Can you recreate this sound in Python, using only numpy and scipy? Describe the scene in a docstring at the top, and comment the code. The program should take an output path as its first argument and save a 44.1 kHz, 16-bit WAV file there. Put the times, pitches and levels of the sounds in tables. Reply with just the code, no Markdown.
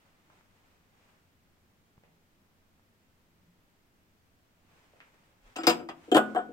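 """Putting down a glass bulb

A large glass bulb is turned in the hand in a quiet small room, with faint rubs and taps.
Then it is put down: glass and metal cap clink on a hard top, and a second run of knocks
shakes a hollow lamp fixture whose metal rings on. Each hit is a set of fading tones plus a
noisy clatter. The two microphones of a nearby phone hear it all with the room's echo."""
import sys
import numpy as np
from scipy import signal
from scipy.fft import rfft, irfft
from scipy.io import wavfile
from scipy.ndimage import uniform_filter1d

SR = 44100
rng = np.random.default_rng(int(sys.argv[2]) if len(sys.argv) > 2 else 0)


def to_wav(sig):
    """Store sig (one row per channel, or 1-D mono) as 16-bit WAV at the path in sys.argv[1].

    Samples outside -1..1 are clipped; the rate is SR.
    """
    pcm = np.clip(np.atleast_2d(sig), -1, 1) * 32767
    pcm = np.round(pcm).astype(np.int16)
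    wavfile.write(sys.argv[1], SR, pcm.T)  # frames by channels


N = 287532
HIT_SIZE = 32768  # samples in one hit and its echo
AGE = np.arange(HIT_SIZE) / SR  # seconds since the hit


def undb(db):
    """Turn decibels into a gain."""
    return 10 ** (np.asarray(db) / 20)


def along(points, hz):
    """Read between (frequency, value) points on a log-frequency axis."""
    f, value = np.transpose(points)
    return np.interp(np.log(hz + 1e-3), np.log(f), value)


def shape(x, response):
    """Filter a sound; response gives the gain at each frequency."""
    size = x.shape[-1]
    return irfft(rfft(x) * response(np.fft.rfftfreq(size, 1 / SR)), size)


def unit(x, size=None):
    """Scale to an average (rms) level of 1, over the first size samples if given."""
    return x / np.sqrt(np.mean(x[..., :size] ** 2))


def band(x, lo_hz, hi_hz, order=2):
    """Keep the sound between two frequencies."""
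    sos = signal.butter(order, [lo_hz, min(hi_hz, .49 * SR)], "band", fs=SR, output="sos")
    return signal.sosfilt(sos, x)


def add(out, s, sound):
    """Mix a sound in at s seconds."""
    start = int(s * SR)
    out[:, start:start + sound.shape[-1]] += sound[:, :N - start]


def wander(per_second):
    """A smooth random wobble with a spread near 1."""
    hold = int(SR / per_second)
    steps = np.repeat(rng.standard_normal(N // hold + 1), hold)
    return unit(uniform_filter1d(uniform_filter1d(steps, hold), hold)[:N])


def diffuse(size, mic_gap_m=0.15):
    """Noise from all sides: alike at both microphones in the bass, unrelated in the treble."""
    likeness = lambda f: .8 * np.sinc(2 * f * mic_gap_m / 343)  # sound travels at 343 m/s
    mid = shape(rng.standard_normal(size), lambda f: np.sqrt(1 + likeness(f)))
    side = shape(rng.standard_normal(size), lambda f: np.sqrt(1 - likeness(f)))
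    return np.array([mid + side, mid - side]) / 2


def tone(hz, db, fade_s):
    """One ringing tone. A fade time is how long a sound takes to drop by 60 dB."""
    return undb(db - 60 * AGE / fade_s) * np.sin(2 * np.pi * hz * AGE)


def fade(noise, fade_times):
    """Let each frequency range die away at its own pace."""
    centres = [hz for hz, _ in fade_times]
    out = 0
    for share, (_, fade_s) in zip(np.eye(len(centres)), fade_times):
        part = shape(noise, lambda f: along(list(zip(centres, share)), f))
        out += part * undb(-60 * AGE / fade_s)
    return out


def in_room(sound, room_db, near_db, near_fade_s=0.081, first_echo_s=0.0016, right_lag_s=.00018):
    """Sound reaches the left microphone first; nearby surfaces echo at once, the walls linger."""
    # how long the walls echo: (frequency [Hz], fade time [s])
    wall_fades = [(150, 0.92), (400, 0.43), (1200, 0.37), (4000, 0.25), (12000, 0.26)]
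    direct = np.array([sound, np.interp(AGE - right_lag_s, AGE, sound, left=0)])
    arrival = np.clip(AGE / first_echo_s - 1, 0, 1)
    near = unit(diffuse(HIT_SIZE) * arrival * undb(-60 * AGE / near_fade_s))
    near = band(near, 600, 18000, order=1)  # long waves pass round small things
    walls = unit(fade(diffuse(HIT_SIZE), wall_fades) * arrival)
    echoes = (undb(near_db) * near + undb(room_db) * walls) / np.sqrt(HIT_SIZE)
    return direct + signal.fftconvolve(sound[None], echoes, axes=1)[:, :HIT_SIZE]


def air(level_db=-67.5):
    """The still air of the room: a steady low rumble under even hiss."""
    # tone colour of the air: (frequency [Hz], relative level [dB])
    colour = [(20, -2.5), (40, -11), (62, -6.5), (92, 0), (125, -8.5), (170, -4), (260, -8), (450, -14),
              (900, -17), (2000, -19.5), (4500, -26.5), (8400, -30.5), (9800, -33.5), (13000, -30)]
    return undb(level_db) * unit(shape(diffuse(N), lambda f: undb(along(colour, f))))


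def rubbing(grip_db=-85.5, rise_share=0.46, slip_db=1.05):
    """Skin and sleeve slide in small uneven slips; each stroke speeds up, then eases off."""
    # shifts of the grip: (time of fastest slide [s], level [dB], length [s])
    strokes = [(.04, -70.5, 0.6), (.35, -68, 0.2), (.63, -71, 0.46), (1.05, -69, 0.37), (4.76, -66.5, 0.21),
               (5.06, -68.5, 0.8), (5.487, -62.5, 0.12), (6.05, -62, 0.27), (6.306, -61, 0.36)]
    # tone colour of the rub: (frequency [Hz], relative level [dB])
    colour = [(60, -31.5), (300, -0.5), (900, 3), (2400, -1), (4500, -11.5), (8600, -14), (9600, -22),
              (16000, -28)]
    t = np.arange(N) / SR
    power = undb(grip_db) ** 2  # the holding hand never rests entirely
    for s, db, length_s in strokes:
        slope_s = length_s * np.where(t < s, rise_share, 1 - rise_share)
        speed = np.exp(-((t - s) / slope_s) ** 2)
        power = power + (undb(db) * speed) ** 2
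    hiss = unit(shape(diffuse(N), lambda f: undb(along(colour, f))))
    return hiss * np.sqrt(power) * undb(slip_db * wander(per_second=75))


def taps(decay_cycles=0.47):
    """A fingertip gives one quickly dying swing; the room carries the rest."""
    # light taps of handling: (time [s], level [dB], pitch [Hz], room echo [dB])
    touches = [(.301, -66, 1020, -0.5), (.41, -70, 1320, -7), (1.977, -59.5, 139, -16),
               (1.979, -70, 880, -12), (2.036, -68, 610, 1), (2.037, -72.5, 1980, 3.5),
               (2.795, -74, 880, -14), (4.936, -66, 490, 2), (5.145, -73, 460, -19),
               (5.004, -57, 1860, 1.5)]
    out = np.zeros((2, N))
    for s, db, hz, room_db in touches:
        swing = np.exp(-AGE * hz / decay_cycles) * np.cos(2 * np.pi * hz * AGE)
        tap = undb(db) * unit(band(swing, hz / 4, hz * 1.6), SR // 50)
        add(out, s, in_room(tap, room_db, near_db=room_db - 15))
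    return out


def hums_and_thud():
    """Two faint low hums swell and fade; handling the phone gives one short, deep thud."""
    # two hums, then the thud: (peak time [s], level [dB], pitch [Hz], band width [Hz], half length [s])
    low_sounds = [(2.13, -69.5, 165, 25.6, 0.069), (3.5, -66.5, 174.6, 25, 0.084),
                  (5.484, -62.5, 30.6, 23.6, 0.046)]
    t, out = np.arange(N) / SR, np.zeros(N)
    for s, db, hz, width_hz, half_s in low_sounds:
        noise = shape(rng.standard_normal(N), lambda f: np.exp(-(2 * (f - hz) / width_hz) ** 2))
        out += undb(db) * unit(noise) * np.exp(-((t - s) / half_s) ** 2)
    return out


def strike(hits, tones, colour, clatter_db, room_db, near_db, thump_rise_s):
    """Each hit sets off ringing and clatter, split into a low thump, a middle clack and a high tick."""
    # how long the clatter lasts: (frequency [Hz], fade time [s])
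    clatter_fades = [(200, 0.12), (1000, 0.12), (4000, 0.048), (12000, 0.044)]
    out = np.zeros((2, N))
    attack = SR // 40  # levels are set over the first 25 ms
    ring = sum((-1) ** k * tone(hz, db, fade_s) for k, (hz, db, fade_s) in enumerate(tones))
    for s, thump_db, clack_db, tick_db, ring_db, hardness_hz in hits:
        noise = shape(rng.standard_normal(HIT_SIZE), lambda f: undb(along(colour, f)))
        clatter = fade(noise, clatter_fades)
        sound = undb(ring_db) * unit(ring, attack) + undb(clatter_db) * unit(clatter, attack)
        # the heavy support starts moving a moment after the hard contact
        thump = band(sound * (1 - np.exp(-(AGE / thump_rise_s) ** 2)), 50, 520, order=4)
        clack = band(sound, 598, 1870, order=4)
        # a softer contact lasts longer and leaves the highest tones quiet
        tick = band(band(sound, 2250, 19000, order=4), 20, hardness_hz, order=1)
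        parts = [(thump_db, thump), (clack_db, clack), (tick_db, tick)]
        hit = sum(undb(db) * unit(part, attack) for db, part in parts)
        add(out, s, in_room(hit, room_db, near_db))
    return out


def bulb_clinks():
    """The glass and its metal cap clink on the hard top."""
    # contacts: (time [s], thump [dB], clack [dB], tick [dB], ring in the mix [dB], hardness [Hz])
    clinks = [(5.558, -46.5, -51.5, -55, -4.5, 4000), (5.562, -47, -46.5, -45, -20, 16000),
              (5.585, -41, -41, -54.5, 9, 2500), (5.606, -51.5, -51.5, -56, -4.5, 2000),
              (5.634, -37.5, -45, -43.5, -5.5, 3000), (5.669, -21, -24.5, -23.5, 1, 14300),
              (5.696, -41, -32.5, -31, -7, 9000), (5.795, -44.5, -52, -64, 0.5, 2000),
              (5.888, -48.5, -42, -50, -3.5, 1194)]
    # natural tones of the bulb on its support: (pitch [Hz], relative level [dB], fade time [s])
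    tones = [(176, -17.5, 0.18), (236.9, -9.5, .2), (282.5, -1, 0.086), (331.2, 0, 0.17), (489, -4.5, 0.13),
             (722, -0.5, 0.13), (1308, -8.5, 0.16), (1445, -5.5, 0.078), (2336, -13.5, 0.14),
             (2760, -13, 0.086), (3310, -13, 0.11), (4944, -0.5, 0.07), (6870, -25, .1), (7660, -13, 0.1),
             (12080, -13.5, 0.1)]
    # clatter of many short-lived vibrations: (frequency [Hz], relative level [dB])
    colour = [(40, -37), (110, -18), (190, -11), (310, 2.5), (600, -2.5), (1300, -2.5), (1950, -9.5),
              (2900, -6), (5000, -17.5), (8000, -15.5), (10000, -27.5), (12500, -25.5), (16000, -20)]
    return strike(clinks, tones, colour, clatter_db=0.5, room_db=-10.5, near_db=-1, thump_rise_s=0.005)


def metal_pings():
    """Thin metal parts sing with long, pure tones when they are jolted."""
    # ringing parts: (time [s], pitch [Hz], level [dB], fade time [s])
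    pings = [(5.563, 7490, -45, 0.26), (6.117, 3100, -34, 0.15), (6.148, 3090, -43, .14),
             (6.169, 1467, -22.5, 0.34), (6.365, 1481, -35.5, 0.47), (6.367, 3140, -47, .17),
             (6.379, 7730, -49, 0.1)]
    out = np.zeros((2, N))
    for s, hz, db, fade_s in pings:
        add(out, s, in_room(tone(hz, db, fade_s), room_db=-14, near_db=-10.5))
    return out


def fixture_knocks():
    """Knocks shake the hollow lamp fixture, and its metal rings on."""
    # contacts: (time [s], thump [dB], clack [dB], tick [dB], ring in the mix [dB], hardness [Hz])
    knocks = [(6.076, -47, -70, -74, 5, 8950), (6.1158, -19.5, -29, -33.5, 11, 8050),
              (6.146, -20.5, -24, -31, 1.5, 7000), (6.158, -26, -28, -36.5, 3.5, 11900),
              (6.167, -37, -21, -31.5, -9.5, 14900), (6.348, -36, -37, -58, -12.5, 14000),
              (6.36, -46.5, -24.5, -54, 15, 4040), (6.386, -44.5, -36, -59.5, 7, 2540),
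              (6.485, -47, -76, -81, -6.5, 3000)]
    # natural tones of the fixture: (pitch [Hz], relative level [dB], fade time [s])
    tones = [(215.5, -15, 0.87), (254.5, -18, 0.89), (308, 5, 0.13), (342.4, -5, 0.18), (391.4, 3, 0.15),
             (479, 0.5, 0.126), (629, -6.5, 0.038), (720.6, -0.5, 0.13), (753.7, -1.5, 0.1),
             (970, -23.5, 0.13), (1440, -31, 0.16), (3136, -12.5, 0.078), (3270, -22.5, 0.092),
             (3540, -25, 0.14), (7440, -31, 0.066), (7370, -18.5, 0.027)]
    # clatter of many short-lived vibrations: (frequency [Hz], relative level [dB])
    colour = [(40, -35), (160, -10.5), (260, 0.5), (480, 5), (900, -8), (1350, -3), (2100, -20.5),
              (3200, -14), (4500, -31), (6300, -36.5), (7800, -16), (9500, -37), (13000, -28.5),
              (16000, -34)]
    return strike(knocks, tones, colour, clatter_db=-0.5, room_db=-12, near_db=-2, thump_rise_s=0.0039)


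def facing(sound):
    """The phone's body favours one microphone or the other, depending on the frequency."""
    # the left microphone faces the objects: (frequency [Hz], left minus right [dB])
    balance = [(100, 1.5), (350, 1.5), (700, 5), (1300, -0.5), (2600, 3), (8000, 4), (12000, -2.5)]
    padded = np.pad(sound, ((0, 0), (0, HIT_SIZE)))
    return shape(padded, lambda f: undb(np.outer([1, -1], along(balance, f)) / 2))[:, :N]


def scene():
    """Quiet handling, then the clinks of the bulb and the knocks on the fixture."""
    hits = bulb_clinks() + fixture_knocks() + metal_pings()
    return facing(hits) + taps() + rubbing() + hums_and_thud() + air()


def record(dry):
    """The phone cuts the very highest treble."""
    top_hz = 15800
    return signal.sosfilt(signal.ellip(10, .2, 80, top_hz, fs=SR, output="sos"), dry)


dry = scene()
out = record(dry)
to_wav(out)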